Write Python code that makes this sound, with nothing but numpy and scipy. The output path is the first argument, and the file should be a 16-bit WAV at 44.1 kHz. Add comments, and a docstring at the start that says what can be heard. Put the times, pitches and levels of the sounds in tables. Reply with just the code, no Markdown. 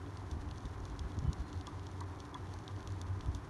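"""A wavering hum, a patter, a hiss and a soft rush come from the haul cable of a funicular in a wood.
The cable is sines, resonant noise and struck modes; wind on the microphone is noise with short eddies.
The nearest pulley snaps about three times a second, with lighter ticks: slips that excite its rim.
Soft knocks, decaying modes of the wheel, follow some snaps; two faint whistles are gliding sines."""
import sys
import numpy as np
from scipy import signal
from scipy.fft import rfft, irfft
from scipy.io import wavfile

SR = 44100
rng = np.random.default_rng(int(sys.argv[2]) if len(sys.argv) > 2 else 0)


def log_audio(samples):
    """Write samples as a 16-bit WAV file to the path given in sys.argv[1]."""
    # one column per channel
    frames = np.atleast_2d(samples).T
    # limit to full scale, then quantise
    limited = np.clip(frames, -1, 1)
    pcm = np.round(limited * 32767).astype(np.int16)
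    wavfile.write(sys.argv[1], SR, pcm)


N = 153909

# Modes of the pulley rim. Each row: nominal frequency in Hz, relative level in dB, t60 in seconds.
RIM_MODES = [(2820, -3.5, 0.0073), (3440, 3.5, 0.0074), (4420, 7, 0.0033), (5570, 0.5, 0.0084),
             (6140, -0.5, 0.013), (6910, 0.5, 0.0049), (8640, 0, 0.002), (9740, -10.5, 0.0077),
             (11200, -14.5, 0.0031)]


def undb(db):
    """Amplitude gain is ten to the power of decibels over twenty."""
    return 10 ** (np.asarray(db) / 20)


def unit(x):
    """Normalization of the mean power to 1, so that a gain sets the rms level."""
    return x / np.sqrt(np.mean(x ** 2))


def curve(rows):
    """Linear interpolation between (seconds, value) points."""
    return np.interp(np.arange(N) / SR, *np.array(rows).T)


def walk(rate_hz):
    """Low-pass Gaussian noise of rms 1: a smooth random fluctuation of bandwidth near rate_hz."""
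    hz = np.arange(N // 2 + 1) * SR / N
    spectrum = rfft(rng.standard_normal(N)) * np.exp(-(hz / rate_hz) ** 2)
    return unit(irfft(spectrum, N))


def noise(points):
    """Spectral shaping of white noise by (Hz, dB) points joined on a log frequency axis; rms 1."""
    hz, db = np.array(points).T
    f = np.arange(N // 2 + 1) * SR / N + 1  # 1 Hz up, to avoid log(0)
    gain = undb(np.interp(np.log(f), np.log(hz), db))
    return unit(irfft(rfft(rng.standard_normal(N)) * gain, N))


def resonance(hz, width_hz):
    """Resonance under random excitation: noise of rms 1 with one steep-sided spectral peak."""
    f = np.arange(N // 2 + 1) * SR / N
    detuning = (f - hz) / width_hz * np.sqrt(2)
    return unit(irfft(rfft(rng.standard_normal(N)) / (1 + detuning ** 2), N))


def ring(modes, t, tune=1):
    """Modal superposition: an impulse starts decaying sines, neighbours in opposite senses."""
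    out = 0
    for k, (hz, db, t60) in enumerate(modes):
        decay = np.exp(-np.log(1000) * t / t60)
        out = out + (-1) ** k * undb(db) * np.sin(2 * np.pi * hz * tune * t) * decay
    return out


def add(out, x, start_s):
    """Linear superposition: mix x into out from the given time."""
    i = max(int(start_s * SR), 0)
    out[i:i + len(x)] += x[:max(N - i, 0)]


def cable():
    """Frequency modulation and resonance: rolling strands give a wavering hum and rough peaks above it."""
    # Swelling and fading of the hum. Each row: time in seconds, level in dB before the flutter.
    hum_levels = [(0, -47.5), (.85, -52), (1.25, -50), (1.48, -56.5), (1.59, -41), (1.68, -60),
                  (1.81, -42.5), (1.9, -55.5), (2.01, -41), (2.3, -54.5), (2.56, -48), (2.65, -64),
                  (2.76, -40), (2.83, -67), (2.94, -37.5), (3.01, -53.5), (3.12, -36), (3.22, -51),
                  (3.49, -54.5)]
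    # Rolling cable and far pulleys. Each row: frequency in Hz, width in Hz, level in dB.
    drone_peaks = [(140.7, 8.6, -63.5), (288.8, 31.6, -57), (394, 26.6, -65.5), (750, 11.6, -72),
                   (1032, 69, -65.5), (1190, 150, -78.5)]
    hum_hz, wander_share, flutter_db = 93.7, .0347, 3  # mean pitch; rms pitch and level changes
    pitch_hz = hum_hz * (1 + wander_share * walk(11.15))
    phase = 2 * np.pi * np.cumsum(pitch_hz) / SR
    hum = np.sqrt(2) * np.sin(phase) * undb(curve(hum_levels) + flutter_db * walk(27))
    return hum + sum(undb(db) * resonance(hz, width_hz) for hz, width_hz, db in drone_peaks)


def strands():
    """Impulse response: dense, uneven taps of the strands excite modes of the pulleys along the line."""
    # Ringing of the tapped pulleys. Each row: frequency in Hz, relative level in dB, t60 in seconds.
    pulley_modes = [(548, -5.5, 0.0093), (758, -3.5, 0.014), (940, 0, 0.0089), (1105, -1, 0.0079),
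                    (1420, -4, 0.0053), (1754, -7.5, 0.0075)]
    taps_per_s, spread_db, level_db = 140, 2.5, -59.5  # taps per second for each mode
    out = np.zeros(N)
    t = np.arange(SR // 20) / SR
    for mode in pulley_modes:
        struck = rng.random(N) < taps_per_s / SR
        taps = struck * undb(spread_db * rng.standard_normal(N))
        out += signal.fftconvolve(taps, ring([mode], t))[:N]
    return undb(level_db) * unit(out)


def groove():
    """Friction noise: the cable hisses in the groove, and sparse specks of grit excite the rim modes."""
    # Spectrum of the hiss. Each row: frequency in Hz, relative density in dB per Hz.
    hiss_spectrum = [(1500, -40), (2600, -0.5), (3350, 2.5), (3950, 0.5), (4350, 0), (4950, -2.5),
                     (5600, -1.5), (6300, -2.5), (7200, -6), (7700, -11.5), (9600, -8.5), (10400, -13),
                     (11500, -14.5), (13000, -43)]
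    hiss_db, sway_db = -68.5, 1.7
    grit_per_s, grit_spread_db, grit_db = 91, 4, -75.5
    struck = rng.random(N) < grit_per_s / SR
    specks = struck * undb(grit_spread_db * rng.standard_normal(N))
    grit = signal.fftconvolve(specks, ring(RIM_MODES, np.arange(SR // 20) / SR))[:N]
    hiss = noise(hiss_spectrum) * undb(hiss_db + sway_db * walk(36))
    return hiss + undb(grit_db) * unit(grit)


def woods():
    """Broadband noise from many small sources: the even rush of the line and the trees."""
    # Spectrum of the rush. Each row: frequency in Hz, relative density in dB per Hz.
    rush_spectrum = [(15, -39), (40, 6), (70, 18.5), (150, 11.5), (240, 3), (370, 7.5), (480, -1.5),
                     (650, -3.5), (950, 1), (1350, -3), (1800, -8), (2400, -14.5), (3200, -37), (6000, -34)]
    rush_db, sway_db = -49.5, -.03
    return noise(rush_spectrum) * undb(rush_db + sway_db * walk(6.5))


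def wind():
    """Turbulent pressure: a breeze rumbles on the microphone, and eddies thump briefly and churn."""
    # Strength of the breeze. Each row: time in seconds, level in dB.
    breeze_levels = [(0, -65), (.25, -68), (.35, -46), (.7, -55), (1.1, -54), (1.28, -41), (1.48, -55),
                     (2.3, -60), (2.8, -53.5), (3.15, -51), (3.3, -42), (3.49, -74)]
    # Spectrum of the breeze. Each row: frequency in Hz, relative density in dB per Hz.
    buffet_spectrum = [(15, -49), (28, 2), (42, -0.5), (65, 1), (150, -10.5), (280, -16), (500, -41.5),
                       (1500, -97)]
    # Single eddies. Each row: centre in seconds, mean pitch in Hz, level in dB before the trim,
    # standard deviation of the bell-shaped envelope in seconds.
    eddies = [(0.33, 76.26, -30, 0.013), (0.369, 170, -31.5, 0.0023), (0.474, 70, -41, 0.025),
              (0.527, 79.4, -35, 0.0073), (0.652, 150, -38.5, 0.0067), (0.658, 57.2, -31.5, 0.012),
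              (0.816, 55, -38.5, 0.025), (0.918, 55, -37, 0.029), (1.017, 62, -31.5, 0.011),
              (1.057, 56, -32, 0.014), (1.184, 87.1, -30, 0.012), (1.227, 108.7, -32, .005),
              (1.2523, 114.9, -25.5, 0.0037), (1.283, 109.9, -23.5, 0.0036), (1.294, 80.54, -22.5, 0.0041),
              (1.307, 169.9, -34.5, 0.0024), (1.412, 60.3, -27, 0.0094), (3.284, 65.37, -33, 0.022),
              (3.287, 116.7, -27, 0.0037), (3.358, 90, -33, 0.0084), (3.375, 60, -36.5, 0.02)]
    # Fine turbulence inside an eddy. Each row: frequency in Hz, relative density in dB per Hz.
    churn_spectrum = [(60, -23), (130, 3), (250, 4.5), (400, -10), (900, -57.5)]
    trim_db, roughness, churn_db = -2, .117, -15.5  # roughness: rms share of the pitch
    t = np.arange(N) / SR
    out = noise(buffet_spectrum) * undb(curve(breeze_levels))
    swirl_s = t + roughness * np.cumsum(walk(94.3)) / SR  # uneven time makes the pitch uneven
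    churn = noise(churn_spectrum) * undb(churn_db)
    for centre, hz, db, length in eddies:
        swing = np.sin(2 * np.pi * (hz * swirl_s + rng.random()))
        thump = swing + churn * hz / churn_spectrum[1][0]  # quick eddies churn more
        envelope = np.exp(-.5 * ((t - centre) / length) ** 2)
        out += undb(db + trim_db) * envelope * thump
    return out


def snaps():
    """Stick-slip excitation: tiny slips grow until the cable lets go, and the rim rings briefly."""
    # Hard snap of each turn. Each row: middle of the slip in seconds, level in dB before the trim,
    # length of the slip in seconds, brightness in dB per octave, strongest ring in Hz, its lift in dB.
    hard_snaps = [(0.313, -47.5, 0.0043, 3, 3750, 6), (0.654, -50.5, .003, 2, 3700, 8),
                  (0.9926, -43.5, 0.0027, -0.5, 4350, 2), (1.3305, -43, 0.0023, 1.5, 3650, 1),
                  (1.67, -43, .0025, 1.5, 3330, 8), (2.0064, -46.5, 0.0035, 4, 4250, 10),
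                  (2.3434, -43.5, 0.0029, 5, 3390, 17.5), (2.679, -43.5, 0.00081, -0.5, 3730, 6),
                  (3.0144, -43.5, 0.0011, 4.5, 3500, 8), (3.3482, -45, 0.0016, 4, 3580, 8.5)]
    # Lighter ticks from other spots on the rim. Each row: middle of the slip in seconds,
    # level in dB before the trim, length of the slip in seconds, brightness in dB per octave.
    light_ticks = [(0.0623, -59, 0.00077, -10), (0.172, -50, .001, -3.5), (0.4885, -56, 0.00067, -11),
                   (0.5114, -48, .002, -8.5), (0.559, -56.5, 0.00078, 0), (0.5805, -52, .002, -2),
                   (.8025, -58, 0.0011, 7), (0.8534, -49.5, .001, 3), (0.899, -57, 0.0011, 2),
                   (1.1187, -54.5, 0.0012, -3), (1.1892, -48, 0.00035, 1.5), (1.2395, -61, 0.0015, 2),
                   (1.529, -50.5, 0.00096, -2.5), (1.5755, -58.5, 0.00084, -1), (1.611, -49.5, 0.00083, -3),
                   (1.795, -55, 0.00085, -6), (1.868, -49.5, 0.00077, -1), (1.914, -57, 0.0024, 4),
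                   (2.2022, -47.5, 0.0028, -3), (2.2521, -56.5, .002, 3), (2.47, -59, .001, -3),
                   (2.5387, -49.5, .001, 4), (2.5884, -53, 0.00066, -2), (2.7635, -56, .001, -8),
                   (2.805, -54, 0.00088, -2), (2.828, -55, .001, -3), (2.874, -45.5, 0.00031, 0),
                   (2.9204, -53.5, 0.0037, 3), (3.2086, -48, .001, -7), (3.2598, -54.5, .001, 3)]
    trim_db, slip_spread_db, slip_rise = 1.6, 6, 1.3  # slips grow by a factor of exp(slip_rise)
    evenness, ring_width_hz, tune_spread = .4, 200, .025  # evenness 1 would flatten the slip spectrum
    scatter_db, scatter_t60_s = -12, .03
    out = np.zeros(N)
    t = np.arange(2048) / SR
    lead_s = t[len(t) // 4]
    hz = np.arange(len(t) // 2 + 1) * SR / len(t)
    octaves = np.log2(np.maximum(hz / RIM_MODES[0][0], 1))  # above the lowest rim mode
    for middle, db, length, bright_db, *lift in hard_snaps + light_ticks:
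        colour_db = bright_db * octaves
        if lift:
            ring_hz, lift_db = lift
            colour_db = colour_db + lift_db / (1 + ((hz - ring_hz) / ring_width_hz) ** 2)
        # every spot on the rim rings a little differently
        rim = rfft(ring(RIM_MODES, t, 1 + tune_spread * rng.standard_normal()))
        sign, size = rng.standard_normal((2, len(t)))
        progress = np.clip((t - lead_s) / max(length, 2 / SR), 0, 1)
        slipping = (progress > 0) * (progress < 1)
        pulses = np.sign(sign) * undb(slip_spread_db * size)
        slips = rfft(pulses * np.exp(slip_rise * progress) * slipping)
        evened = slips / (np.abs(slips) + 1e-9) ** evenness
        snap = irfft(evened * rim * undb(colour_db))
        snap /= np.sqrt(np.sum(snap ** 2) / (.001 * SR))  # energy of rms 1 over 1 ms
        add(out, snap * undb(db + trim_db), middle - length / 2 - lead_s)
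    t = np.arange(SR // 4) / SR
    tail = rng.standard_normal(len(t)) * np.exp(-np.log(1000) * t / scatter_t60_s)
    scattered = signal.fftconvolve(out, tail / np.linalg.norm(tail))[:N]
    return out + undb(scatter_db) * scattered


def knocks():
    """Modal vibration: the wheel is struck twice in quick succession, with varying upper modes."""
    # Knocks just after a snap. Each row: start in seconds, level in dB before the trim, pitch in Hz,
    # level of the upper modes in dB, level of the second strike in dB relative to the first.
    wheel_knocks = [(0.323, -56, 1010, -2, -4), (.997, -58, 980, -5, 2), (1.3356, -50, 973, -2, -4),
                    (1.676, -42.5, 994, -2, -3), (2.011, -40.5, 952, 1.5, -8), (2.3494, -40, 997, -2, -3),
                    (2.686, -51, 980, 8, -8)]
    # Modes of the wheel, retuned to the pitch of each knock.
    # Each row: nominal frequency in Hz, relative level in dB, t60 in seconds.
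    wheel_modes = [(980, 9, 0.05), (1165, 4.5, 0.049), (1600, -4.5, 0.07), (2057, -9, 0.095)]
    again_s, trim_db = .006, -3.7  # nominal delay of the second strike, shorter at higher pitch
    out = np.zeros(N)
    t = np.arange(SR // 5) / SR
    for start, db, hz, upper_db, again_db in wheel_knocks:
        tune = hz / wheel_modes[0][0]
        lowest = ring(wheel_modes[:1], t, tune)
        upper = ring(wheel_modes[1:], t, tune)
        knock = lowest - undb(upper_db) * upper
        knock = knock + undb(again_db) * np.interp(t - again_s / tune, t, knock, left=0)
        knock /= np.sqrt(np.sum(knock ** 2) / (.01 * SR))  # energy of rms 1 over 10 ms
        add(out, knock * undb(db + trim_db), start)
    return out


def whistles():
    """Random frequency and amplitude modulation: two thin far notes are blurred on their way."""
    # Faint whistles. Each row: start in seconds, length in seconds, mean pitch at the start in Hz,
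    # mean pitch at the end in Hz, peak level in dB before the flicker.
    far_notes = [(1.24, .08, 3100, 2950, -71), (1.34, 0.27, 4230, 4210, -75)]
    waver_share, flicker_db = .016, 2.5  # rms changes of pitch and level
    out = np.zeros(N)
    blur = 1 + waver_share * walk(260)
    for start, length, from_hz, to_hz, db in far_notes:
        progress = np.clip((np.arange(N) / SR - start) / length, 0, 1)
        hz = (from_hz + (to_hz - from_hz) * progress) * blur
        envelope = np.sqrt(2 * np.abs(np.sin(np.pi * progress)))
        out += undb(db) * envelope * np.sin(2 * np.pi * np.cumsum(hz) / SR)
    return out * undb(flicker_db * walk(40))


def scene():
    """Superposition of all sources as heard from the side of the track."""
    line = cable() + strands() + groove() + woods()
    pulley = snaps() + knocks()
    return (line + wind() + pulley + whistles())[None]


def record(dry):
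    """Band limiting: a high-pass cuts the deepest rumble and a steep low-pass cuts the top."""
    low_cut_hz, top_hz = 24.4, 12000
    high_pass = signal.butter(2, low_cut_hz, "high", fs=SR, output="sos")
    low_pass = signal.ellip(10, .2, 70, top_hz, fs=SR, output="sos")
    return signal.sosfilt(low_pass, signal.sosfiltfilt(high_pass, dry))


dry = scene()
out = record(dry)
log_audio(out)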